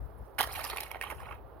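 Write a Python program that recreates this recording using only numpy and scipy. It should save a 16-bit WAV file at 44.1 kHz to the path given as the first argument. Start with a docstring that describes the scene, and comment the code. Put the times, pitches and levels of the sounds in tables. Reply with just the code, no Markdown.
"""Wind rumbles on a hand-held microphone from the start, over the faint wash of a street.
At 0.4 s a boot breaks a crust of ice on frozen ground a metre or so below: one loud crunch, with a
dull thud as the sheet sags. Smaller cracks follow while the sole grinds slabs, shards and fine chips.
From 0.68 to 1 s the sole settles flat and dulls the shards. By 1.4 s the ice has all but died away."""
import sys
import numpy as np
from scipy import signal
from scipy.fft import rfft, irfft
from scipy.io import wavfile
from scipy.ndimage import uniform_filter1d

SR = 44100
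rng = np.random.default_rng(int(sys.argv[2]) if len(sys.argv) > 2 else 0)


def to_wav(s):
    """Save 16-bit WAV."""
    ch = np.atleast_2d(s).T  # columns
    pcm = np.round(np.clip(ch, -1, 1) * 32767)  # PCM
    wavfile.write(sys.argv[1], SR, pcm.astype(np.int16))


N = 70560

# background spectra: freq_hz, relative_db
WIND_SPECTRUM = [(15, -22.5), (35, -21), (56, 5), (75, -4), (115, -8.5), (165, -19.5), (500, -28)]
STREET_SPECTRUM = [(60, -43), (200, -15.5), (420, -2.5), (800, -5), (1300, -12.5), (2400, -31.5),
                   (4500, -40), (7700, -64.5), (10000, -43.5), (15500, -32)]
# gust envelope, before WIND_TRIM_DB: time_s, level_db
GUST_ENVELOPE = [(0, -41), (.05, -43.5), (.1, -52), (0.226, -43.5), (.26, -58), (0.589, -46.5), (.66, -53),
                 (0.951, -53), (1.14, -49.5), (1.32, -48), (1.43, -53.5)]
# grinding envelope: time_s, slab_db, shard_db, tick_db
GRIND_ENVELOPE = [(.378, -80, -93, -75.5), (.39, -42, -44, -50), (.46, -53, -69, -46.5),
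                  (.495, -62, -50, -54), (.526, -47, -44.5, -45.5), (.68, -47.5, -47.5, -47.5),
                  (.88, -51, -55, -58.5), (0.999, -56.5, -59.5, -66.5), (1.05, -49.5, -44, -62),
                  (1.095, -53, -53, -57), (1.125, -46, -50, -62), (1.161, -67, -63, -59),
                  (1.22, -49.5, -55, -65), (1.349, -52, -57.5, -68), (1.41, -63.5, -80.5, -83)]
# crushed chips, rows slab/shard/tick: low_hz, high_hz, decay_s, spread_db
CHIP_RINGS = [(288.6, 1556, .0023, 3.5), (1124, 5660, 0.00074, 3), (4260, 15700, 0.0001, 2)]
# fragment spectra: freq_hz, relative_db
SLAB_SPECTRUM = [(130, -33.5), (240, -10), (340, -11.5), (440, -4), (600, -4), (800, 1), (1000, -0.5),
                 (1230, -1), (1500, -8), (2400, -30)]
SHARD_SPECTRUM = [(700, -47), (1400, 0), (1900, 4), (2800, 4.5), (3500, -4.5), (4300, 1.5), (5300, -21),
                  (6500, -46), (9000, -60)]
TICK_SPECTRUM = [(3000, -25.5), (5200, -12.5), (6500, -21), (8300, -21.5), (9400, -6.5), (11000, -6.5),
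                 (13000, -9), (15700, -18), (18000, -7.5)]
# cracks, before CRACK_TRIM_DB: start_s, length_s, slab_hz, slab_db, shard_hz, shard_db, tick_db
CRACK_EVENTS = [(0.3826, 0.0061, 1190, -47, 1690, -32.5, -36), (0.3859, 0.0045, 850, -37, 2900, -29, -28.5),
                (.391, 0.0081, 1230, -30, 1860, -29.5, -31), (.4, 0.0042, 1230, -33, 3080, -28, -31),
                (.4015, 0.0053, 725, -33, 1720, -25.5, -50), (0.4066, 0.003, 1060, -23, 3120, -24.5, -22.5),
                (0.4128, 0.0028, 1100, -31, 1870, -28.5, -25), (0.427, 0.0049, 770, -38, 3000, -30.5, -32),
                (0.434, 0.0093, 1240, -34.5, 1760, -34, -39),
                (0.4725, 0.0029, 735, -37, 1840, -41.5, -38.5), (.486, .012, 1070, -40.5, 1470, -49, -69),
                (0.551, 0.011, 846, -54, 2760, -36.5, -45), (.591, 0.002, 1130, -32, 1500, -49, -62),
                (0.641, 0.0011, 960, -36.5, 4580, -31, -25), (0.648, 0.0037, 960, -37, 4700, -35, -34.5),
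                (0.699, 0.0024, 1000, -36, 3400, -33, -34.5), (0.729, 0.0086, 986, -34, 2140, -39.5, -46),
                (.76, 0.0044, 940, -38, 2140, -39.5, -40), (.771, 0.0017, 940, -50, 2850, -27.5, -29),
                (.782, 0.0024, 1100, -54, 2510, -28.5, -42), (0.804, 0.0041, 810, -58, 3000, -36.5, -29),
                (0.83, 0.0079, 810, -44, 3470, -40.5, -37.5),
                (0.914, 0.0019, 960, -37.5, 2470, -33.5, -33.5),
                (0.9456, 0.0014, 900, -33.5, 1950, -35.5, -56), (0.954, 0.0046, 775, -34.5, 1980, -42, -64),
                (0.968, 0.0027, 790, -57, 2100, -41.5, -56), (1.0123, 0.0016, 920, -39, 2200, -23.5, -31.5),
                (1.022, 0.0059, 1000, -66, 2200, -37, -38.5), (1.034, 0.0058, 1040, -36.5, 2660, -35, -41),
                (1.0997, 0.0054, 1150, -42, 2520, -36, -39), (1.109, 0.0073, 1120, -38, 2460, -40.5, -43),
                (1.12, 0.007, 760, -38.5, 1650, -44, -50), (1.201, 0.0039, 1160, -42.5, 1530, -44, -61),
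                (1.309, 0.0076, 1220, -39, 2370, -46, -59), (1.322, 0.0075, 1310, -45, 2450, -44.5, -58)]
# thud of the sagging sheet: freq_hz, relative_db
SAG_SPECTRUM = [(170, -27), (240, -0.5), (330, -5), (440, 8), (650, -8)]
# ice sheet resonances: pitch_hz, t60_s, weight_db
SHEET_MODES = [(442, 0.78, -10), (770, 0.23, -12), (968, 0.15, 5), (1201, 0.084, 4.5), (1710, 0.18, -11),
               (1911, .084, 5.5)]
# paths to the microphone, rows slab/shard/tick: pan_db, left_lead_ms, scatter_db, scatter_t60_s, yard_db
MIC_PATHS = [(-6, .01, -5, 0.034, -7), (-7.5, 0.065, -7, 0.057, -8.5), (-2.5, 0.1425, 12.5, 0.0096, 1)]

WIND_TRIM_DB, WIND_PAN_DB = 1.5, 7
STREET_DB, STREET_PAN_DB = -54, -8
CHIP_RATE_HZ, CATCH_RATE_HZ, CATCH_SPREAD_DB = 1500, 111.04, 2.5
FRACTURE_RATE_HZ, FRACTURE_SPREAD_DB = 6000, 6.5
CRACK_TRIM_DB, CRACK_RELEASE_S = -2.5, 0.00077
PIECE_DECAY_CYCLES, SNAP_RE_RING_DB = 0.78, -7
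SAG_START_S, SAG_LENGTH_S, SAG_DB = 0.392, 0.021, -42.5
SMOTHER_START_S, SMOTHER_FULL_S, SMOTHER_CUTOFF_HZ = 0.68, 1, 3550
SPOT_RATE_HZ, YARD_T60_S = 25.055, 0.21


def undb(db):
    """Decibels to gain."""
    return 10 ** (np.asarray(db) / 20)


def unit(x):
    """Scale to rms 1."""
    return x / np.sqrt(np.mean(x ** 2) + 1e-20)


def pan(db):
    """Stereo gains for a left-minus-right level."""
    return unit(undb(np.array([[db], [-db]]) / 2))


def convolve(x, response):
    """Filter along time, keeping the length."""
    response = response.reshape((1,) * (x.ndim - 1) + (-1,))
    return signal.oaconvolve(x, response, axes=-1)[..., :x.shape[-1]]


def colour(x, spectrum, size=2048, skirt_db_per_octave=24):
    """Minimum-phase filter through (freq_hz, db) points, rolling off above the last."""
    hz, db = np.array(spectrum, float).T
    octave = np.log2(np.arange(size // 2 + 1) * SR / size + 1)
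    skirt_db = skirt_db_per_octave * np.maximum(octave - np.log2(hz[-1]), 0)
    gain = undb(np.interp(octave, np.log2(hz), db) - skirt_db)
    cepstrum = irfft(np.log(gain))
    cepstrum[1:size // 2] *= 2
    cepstrum[size // 2 + 1:] = 0
    return convolve(x, irfft(np.exp(rfft(cepstrum))))


def drift(rate_hz):
    """Smooth random drift, rms 1."""
    hold = int(SR / rate_hz)
    steps = np.repeat(rng.standard_normal(N // hold + 2), hold)
    return unit(uniform_filter1d(uniform_filter1d(steps, hold), hold)[:N])


def stereo_noise(spectrum, correlation, size=8192):
    """Coloured noise, partly shared by both channels."""
    white = rng.standard_normal((3, N + size))
    left, right, shared = (unit(colour(row, spectrum, size)[size:]) for row in white)
    return np.sqrt(1 - correlation) * np.array([left, right]) + np.sqrt(correlation) * shared


def wind():
    """Gusts rumble on the microphone."""
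    gust_db = np.interp(np.arange(N) / SR, *np.array(GUST_ENVELOPE).T)
    return stereo_noise(WIND_SPECTRUM, correlation=0.38) * undb(WIND_TRIM_DB + gust_db) * pan(WIND_PAN_DB)


def street():
    """Steady wash of a distant street."""
    return stereo_noise(STREET_SPECTRUM, correlation=0.44) * undb(STREET_DB) * pan(STREET_PAN_DB)


def chips(low_hz, high_hz, decay_s, spread_db, max_count=4000):
    """Crushed chips: each a brief soft-edged ring at its own pitch."""
    draws = rng.random((max_count, 4))[:int(CHIP_RATE_HZ * N / SR)]
    onset, pitch, strength, phase = draws.T[:, :, None].astype(np.float32)
    n = np.arange(int(7 * decay_s * SR), dtype=np.float32)
    age = n / (decay_s * SR)
    hz = low_hz + pitch * (high_hz - low_hz)
    gain = undb(-spread_db * np.log(np.maximum(strength, .04)))
    pings = gain * age * np.exp(-age) * np.sin(2 * np.pi * (hz * n / SR + phase))
    return np.bincount((onset * N + n).astype(int).ravel(), pings.ravel(), N)[:N]


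def grind(spectrum, kind, shared_catch):
    """The sole catches and slips, crushing chips in patches."""
    patches = undb(CATCH_SPREAD_DB * unit(shared_catch + drift(CATCH_RATE_HZ)))
    grains = unit(colour(chips(*CHIP_RINGS[kind]) * patches, spectrum))
    time_s, *levels_db = np.array(GRIND_ENVELOPE).T
    return grains * undb(np.interp(np.arange(N) / SR, time_s, levels_db[kind]))


def fractures(size):
    """Micro-fractures: randomly timed clicks of uneven strength."""
    strength = undb(FRACTURE_SPREAD_DB * np.clip(rng.standard_normal(size), -2, 2))
    return (rng.random(size) < FRACTURE_RATE_HZ / SR) * strength * np.sign(rng.standard_normal(size))


def piece_ring(hz, size):
    """A broken piece swells and dies within a few cycles."""
    cycles = hz * np.arange(size) / SR
    return cycles * np.exp(-cycles / PIECE_DECAY_CYCLES) * np.sin(2 * np.pi * cycles)


def cracks(spectrum, kind, size=2048):
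    """Each crack is a run of micro-fractures: slabs and shards ring and snap, ticks only snap."""
    out, t = np.zeros(N + size), np.arange(size) / SR
    for start_s, length_s, slab_hz, slab_db, shard_hz, shard_db, tick_db in CRACK_EVENTS:
        hz, db = ((slab_hz, slab_db), (shard_hz, shard_db), (None, tick_db))[kind]
        run = fractures(size) * np.exp(-np.maximum(t - length_s, 0) / CRACK_RELEASE_S)
        burst = colour(run, spectrum)
        if hz is not None:
            burst = unit(convolve(run, piece_ring(hz, size))) + undb(SNAP_RE_RING_DB) * unit(burst)
        duty = (length_s + CRACK_RELEASE_S / 2) * SR / size
        i = int(start_s * SR)
        out[i:i + size] += unit(burst) * np.sqrt(duty) * undb(db + CRACK_TRIM_DB)
    return out[:N]


def sag():
    """Dull thud: the whole sheet bends and drops under the step."""
    t = np.arange(N) / SR - SAG_START_S
    run = fractures(N) * ((t > 0) & (t < SAG_LENGTH_S))
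    return unit(colour(run, SAG_SPECTRUM)) * np.sqrt(SAG_LENGTH_S * SR / N) * undb(SAG_DB)


def smother(x):
    """Pieces trapped under the settling sole lose their treble."""
    share = np.interp(np.arange(N) / SR, (SMOTHER_START_S, SMOTHER_FULL_S), (0, 1))
    dull = signal.sosfiltfilt(signal.butter(4, SMOTHER_CUTOFF_HZ, fs=SR, output="sos"), x)
    return x + share * (dull - x)


def sheet(x, size=8192):
    """The ice sheet rings with every fracture."""
    response, t = np.zeros(size), np.arange(size) / SR
    for hz, t60_s, weight_db in SHEET_MODES:
        decay = np.exp(-np.log(1000) * t / t60_s)
        response += decay * np.sin(2 * np.pi * hz * t) / decay.sum() * undb(weight_db)
    return x + convolve(x, response)


def reflect(x, t60_s, size=16384):
    """Diffuse reflections: a fresh noise tail of unit energy."""
    tail = rng.standard_normal(size) * np.exp(-np.log(1000) * np.arange(size) / SR / t60_s)
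    return convolve(x, tail / np.linalg.norm(tail))


def scatter(x, t60_s):
    """Near reflections change colour as the breaking moves around the boot."""
    angle = np.pi * drift(SPOT_RATE_HZ)
    return np.cos(angle) * reflect(x, t60_s) + np.sin(angle) * reflect(x, t60_s)


def travel(x, pan_db, left_lead_ms, scatter_db, scatter_t60_s, yard_db):
    """Direct sound, scatter off ground and body, and yard echo at two microphone ports."""
    hz = np.arange(N // 2 + 1) * SR / (N - 1)
    delayed = irfft(rfft(x) * np.exp(-2j * np.pi * hz * left_lead_ms / 1000), N)
    ports = [direct + undb(scatter_db) * scatter(x, scatter_t60_s) + undb(yard_db) * reflect(x, YARD_T60_S)
             for direct in (x, delayed)]
    return np.array(ports) * pan(pan_db) / np.sqrt(1 + undb(scatter_db) ** 2)


def ice():
    """The sag, plus grinding and cracks of three kinds: hollow slabs, brittle shards, fine ticks."""
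    shared_catch = drift(CATCH_RATE_HZ)
    out = travel(sheet(sag()), *MIC_PATHS[0])
    for kind, spectrum in enumerate((SLAB_SPECTRUM, SHARD_SPECTRUM, TICK_SPECTRUM)):
        pieces = grind(spectrum, kind, shared_catch) + cracks(spectrum, kind)
        if spectrum is SHARD_SPECTRUM:
            pieces = smother(pieces)
        out += travel(sheet(pieces), *MIC_PATHS[kind])
    return out


def scene():
    """One step on ice in the open air."""
    return ice() + wind() + street()


def record(dry, fade_in_s=0.004, cutoff_hz=16000):
    """Short fade-in, steep low-pass."""
    fade_in = np.minimum(np.arange(N) / SR / fade_in_s, 1)
    return signal.sosfilt(signal.ellip(10, .2, 80, cutoff_hz, fs=SR, output="sos"), dry * fade_in)


dry = scene()
out = record(dry)
to_wav(out)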